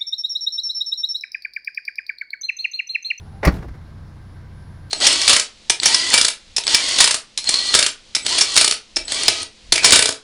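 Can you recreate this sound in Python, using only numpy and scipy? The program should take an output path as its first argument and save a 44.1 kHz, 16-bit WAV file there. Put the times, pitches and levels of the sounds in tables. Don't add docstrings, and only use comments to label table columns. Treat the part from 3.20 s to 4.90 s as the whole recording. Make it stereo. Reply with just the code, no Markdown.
import sys
import numpy as np
from scipy import signal
from scipy.io import wavfile

SR = 44100
rng = np.random.default_rng(int(sys.argv[2]) if len(sys.argv) > 2 else 0)


def generate_wav(sig):
    pcm = np.round(np.clip(np.atleast_2d(sig).T, -1, 1) * 32767).astype(np.int16)
    wavfile.write(sys.argv[1], SR, pcm)


N = 74970
T = np.arange(N) / SR

# f/Hz, relative density/dB per Hz
AIR_COLOUR = [(30, -16.5), (62, -13.5), (105, -9.5), (200, -17.5), (400, -27.5), (1000, -28), (2100, -34.5),
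              (2700, -44.5), (3600, -37.5), (4500, -44), (5500, -40), (6800, -55), (11000, -52.5),
              (15500, -63)]
# f/Hz, left-right likeness/1, left minus right/dB
AIR_IMAGE = [(110, 0.95, .5), (356, 0.86, 3), (690, 0.28, 2), (2250, 0.058, 4.5), (5340, 0.047, 5),
             (8040, 0.067, -0.5)]
# f/Hz, level/dB rms, unsteadiness/1
ACCESSORY_HUMS = [(76.5, -51, .35), (312, -63, .7)]
# f/Hz, level/dB rms, unsteadiness/1
BELT_TONES = [(985, -66.5, 4), (1572, -61.5, 1.2)]
# t/s, level/dB rms
WHINE_LEVEL = [(0, -69), (.3, -71), (.47, -79), (.9, -80), (1.15, -71.5), (1.27, -87), (1.37, -69),
               (1.7, -73)]
EXHAUST_HARMONICS = [-7.5, -4.7, 0, -6.4, -7.5, -18, -16, -23]
# f/Hz, level/dB rms, unsteadiness/1
MOTOR_TONES = [(420, -66, 4), (775, -59, 2.5), (860, -65, 4)]
# t/s, level/dB
TICK_TIMES = [(0.303, -46), (.3215, -42), (0.3408, -38), (0.36, -42), (0.483, -50)]
# f/Hz, relative density/dB per Hz
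TICK_COLOUR = [(1500, 6), (4000, 8), (8000, -29), (12000, 6.5), (15500, -13)]
# t/s, level/dB, hold/s
RETURN_TIMES = [(0.363, -42, 0.0025), (0.421, -39.5, 0.007), (0.482, -43.5, 0.0054), (0.536, -47.5, 0.013)]
# f/Hz, relative density/dB per Hz
RETURN_COLOUR = [(200, 4), (600, 2.5), (2000, 1), (2900, -12), (5400, -15), (15500, -32)]
# f/Hz, relative density/dB per Hz
THUD_RETURN_COLOUR = [(100, -4.5), (300, -1), (500, -3.5), (750, -13), (1500, -23), (4000, -50)]
# start t/s, f/Hz, peak level/dB, attack/s, hold/s, t60/s
BOOM_MODES = [(.265, 63, -8, .003, .021, .08), (.2765, 186, -10.5, .002, .01, .06),
              (.277, 290, -15.5, .002, .008, .045), (.3175, 70, -22.5, .004, .028, .06),
              (.334, 200, -28, .008, .014, .06), (.396, 42, -30, .004, .008, .04),
              (.452, 58, -33, .018, .045, .07)]
# f/Hz, relative level/dB
STRIKER_MODES = [(4091, -9), (4441, 0), (4565, -4), (5356, -7), (5620, -7)]
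# f/Hz, relative level/dB
PANEL_MODES = [(551, -9), (585, -5), (618, -4), (779, -10), (822, -7), (1124, -6), (1166, -9), (1657, -10),
               (1884, -7), (1931, -8), (2336, -11)]
# t/s, relative level/dB
PANEL_BLOWS = [(0.233, -3), (0.2485, -2), (0.274, 4)]
# f/Hz, left-right likeness/1, left minus right/dB
GATE_IMAGE = [(118, 1, 3), (290, 0.92, -1), (575, 0.24, 3), (1300, 0.74, 6), (2470, -0.34, 4),
              (5200, 0.11, 4), (8140, -0.73, 2.5), (11500, 0.56, 2), (13800, 0.086, -4)]
# f/Hz, relative density/dB per Hz
SEAL_COLOUR = [(120, -14), (350, 0.5), (668, 0.5), (1130, -10), (2030, -6.5), (3000, -21), (4500, -22),
               (9000, -44), (15500, -45)]
LATCH_COLOUR = [(88, -37), (170, 11.5), (404, -22), (1170, -1), (1450, -11), (2060, 3.5), (3690, -19.5),
                (5230, -10.5), (8660, -23), (11000, -14), (15500, -23)]
SLAM_COLOUR = [(76, 4.5), (150, 2), (307, 2), (619, -11.5), (1900, -9), (2600, -16), (4480, -26.5),
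               (5800, -17), (7100, -41), (11000, -31.5), (15500, -45)]
TAIL_COLOUR = [(60, 3), (190, -3.5), (420, -16.5), (700, -17.5), (1000, -22.5), (2000, -26), (3000, -32.5),
               (8000, -38), (15500, -50)]
MIC_DIP_EDGES = [12700, 13900]

AIR_DB, AIR_FLICKER_DB = -44.5, 0.83
BELT_SWELL_DB_PER_S, BELT_LOUDEST_S = 7, 1.42
WHINE_HZ = 10002
FIRING_HZ, FIRST_FIRING_S, SPEED_WANDER = 30.0, .0277, .0015
EXHAUST_DB, EXHAUST_FLUTTER = -39.1, .06
PIPE_DISPERSION_RAD = 1.2
MOTOR_STOP_S = .24
STRIKER_S, STRIKER_DB, STRIKER_T60_S = .274, -24.5, .085
PANEL_DB, PANEL_PAN_DB = -21, 7
PANEL_T60_S, PANEL_DAMPING = 0.082, 0.06
TAIL_SHAKE_DB, TAIL_SHAKE_HZ = 2.5, 45
CUTOFF_HZ = 15900


def from_db(db):
    return 10 ** (np.asarray(db) / 20)


def rms_one(x):
    return x / np.sqrt(np.mean(x ** 2) + 1e-20)


def at_hz(points, hz, axis=1):
    p = np.array(points)
    return np.interp(np.log(hz), np.log(p[:, 0]), p[:, axis])


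def pan(db):
    return from_db(np.array([[db], [-db]]) / 2)


def cut(x, hz, kind, order=2):
    sos = signal.butter(order, np.clip(hz, 10, .45 * SR), kind, fs=SR, output="sos")
    return signal.sosfilt(sos, x)


def drift(rate):
    r = np.exp(-80 * np.pi * rate / SR)
    noise = rng.standard_normal(N // 40 + 2002)
    slow = signal.lfilter([1], [1, -2 * r, r * r], noise)[2000:]
    return np.interp(np.arange(N) / 40, np.arange(len(slow)), rms_one(slow))


def envelope(start, attack, hold, t60):
    t = T - start
    rise = np.clip(t / max(attack, 1e-4), 0, 1)
    decay = from_db(-60 * np.maximum(t - attack - hold, 0) / max(t60, 1e-3))
    return rise * decay


def bands(spectrum, stereo, shape):
    edges = 22 * 2 ** (np.arange(30) / 3)
    white = rng.standard_normal((2, 2, N))
    out, power = 0, 0
    for k, (low, high) in enumerate(zip(edges, edges[1:])):
        hz = np.sqrt(low * high)
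        mid, side = cut(white[k % 2], [low, high], "band")
        alike = np.clip(at_hz(stereo, hz), -1, 1)
        gain = from_db(at_hz(spectrum, hz))
        pair = np.sqrt(1 + alike) * mid + np.sqrt(1 - alike) * side * [[1], [-1]]
        balance = pan(at_hz(stereo, hz, axis=2))
        out = out + gain * shape(hz) * balance * pair
        power += gain ** 2 * (high - low) * 2 / (SR / 2)
    return out / np.sqrt(power)


def tones(rows):
    out = 0
    for hz, db, rough in rows:
        rate = min(hz / 30, 28)
        waver = 1 + rough * (drift(rate) + 1j * drift(rate))
        tone = np.real(waver * np.exp(2j * np.pi * hz * T))
        out = out + from_db(db) * rms_one(tone)
    return out


def air():
    return from_db(AIR_DB) * bands(AIR_COLOUR, AIR_IMAGE, lambda hz: from_db(AIR_FLICKER_DB * drift(18.5)))


def whine():
    level = from_db(np.interp(T, *np.transpose(WHINE_LEVEL)))
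    return level * rms_one(np.sin(2 * np.pi * WHINE_HZ * T))


def belt():
    return tones(BELT_TONES) * from_db(-BELT_SWELL_DB_PER_S * np.abs(T - BELT_LOUDEST_S))


def engine_bay():
    return air() + tones(ACCESSORY_HUMS) + belt() + whine()


def exhaust():
    speed = FIRING_HZ * (1 + SPEED_WANDER * drift(0.99))
    turn = 2 * np.pi * (np.cumsum(speed) / SR - FIRING_HZ * FIRST_FIRING_S)
    pulses = 0
    for k, db in enumerate(EXHAUST_HARMONICS, 1):
        flutter = 1 + EXHAUST_FLUTTER * drift(7.3)
        pulses = pulses + from_db(db) * flutter * np.cos(k * turn - PIPE_DISPERSION_RAD * k ** 2)
    return from_db(EXHAUST_DB) * pulses


def motor():
    return tones(MOTOR_TONES) * np.clip((MOTOR_STOP_S - T) / 0.04, 0, 1) * pan(1.2)


def impact(spectrum, start, db, attack, hold, t60, damping):
    def shape(hz):
        return envelope(start, attack, hold, t60 * (1000 / max(hz, 250)) ** damping)
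    return from_db(db) * bands(spectrum, GATE_IMAGE, shape)


def wall_returns():
    bursts = sum(from_db(db) * envelope(s, 0.0061, hold, 0.031) for s, db, hold in RETURN_TIMES)
    return bands(RETURN_COLOUR, GATE_IMAGE, lambda hz: bursts)


def thud_return():
    return impact(THUD_RETURN_COLOUR, start=.435, db=-35, attack=0.0067, hold=0.011, t60=0.051, damping=0.13)


def rattles():
    ticks = sum(from_db(db) * envelope(s, 0.0013, 0, 0.02) for s, db in TICK_TIMES)
    return bands(TICK_COLOUR, GATE_IMAGE, lambda hz: ticks)


def boom():
    out = 0
    for s, hz, db, attack, hold, t60 in BOOM_MODES:
        out = out + from_db(db) * envelope(s, attack, hold, t60) * np.sin(2 * np.pi * hz * (T - s))
    return out


def striker():
    ring = 0
    for hz, db in STRIKER_MODES:
        cycles = hz * T + rng.random() + 0.46 * rng.random((2, 1))
        ring = ring + from_db(db) * np.sin(2 * np.pi * cycles)
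    return from_db(STRIKER_DB) * envelope(STRIKER_S, 0.00074, 0, STRIKER_T60_S) * ring * pan(2.9)


def panel():
    out = 0
    for hz, db in PANEL_MODES:
        t60 = PANEL_T60_S * (1000 / hz) ** PANEL_DAMPING
        swing = sum(from_db(blow_db) * envelope(s, 0.0036, 0, t60) for s, blow_db in PANEL_BLOWS)
        aside = min(hz / 600, 1)
        phase = rng.uniform(0, 2 * np.pi) + aside * rng.normal(0, 0.76, (2, 1))
        ring = swing * np.sin(2 * np.pi * hz * T + phase)
        out = out + from_db(PANEL_DB + db) * ring * pan(PANEL_PAN_DB * aside)
    return out


def tail():
    noise = impact(TAIL_COLOUR, start=0.2906, db=-27, attack=0.013, hold=0.022, t60=0.7, damping=0.11)
    return noise * from_db(TAIL_SHAKE_DB * drift(TAIL_SHAKE_HZ))


def seal():
    return impact(SEAL_COLOUR, start=0.2277, db=-18.5, attack=0.0061, hold=0.0026, t60=0.25, damping=0.17)


def latch():
    first = impact(LATCH_COLOUR, start=.2495, db=-14, attack=0.0019, hold=0.0041, t60=0.033, damping=0.25)
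    second = impact(LATCH_COLOUR, start=.2572, db=-18.5, attack=0.0012, hold=0.0011, t60=0.078, damping=0.25)
    return first + second


def slam():
    first = impact(SLAM_COLOUR, start=.272, db=-11.5, attack=0.00068, hold=0.0036, t60=0.034, damping=0.22)
    second = impact(SLAM_COLOUR, start=.278, db=-12.5, attack=0.0009, hold=0.0022, t60=0.094, damping=0.15)
    return first + second


def scene():
    idle = engine_bay() + exhaust()
    after = wall_returns() + thud_return() + rattles() + tail()
    ringing = boom() + striker() + panel()
    closing = seal() + latch() + slam()
    return idle + motor() + after + ringing + closing


def record(dry):
    heard = cut(dry, MIC_DIP_EDGES, "bandstop", order=1)
    rounded = heard / (1 + heard ** 6) ** (1 / 6)
    top_cut = signal.ellip(10, .1, 90, CUTOFF_HZ, fs=SR, output="sos")
    return signal.sosfilt(top_cut, rounded)


dry = scene()
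out = record(dry)
generate_wav(out)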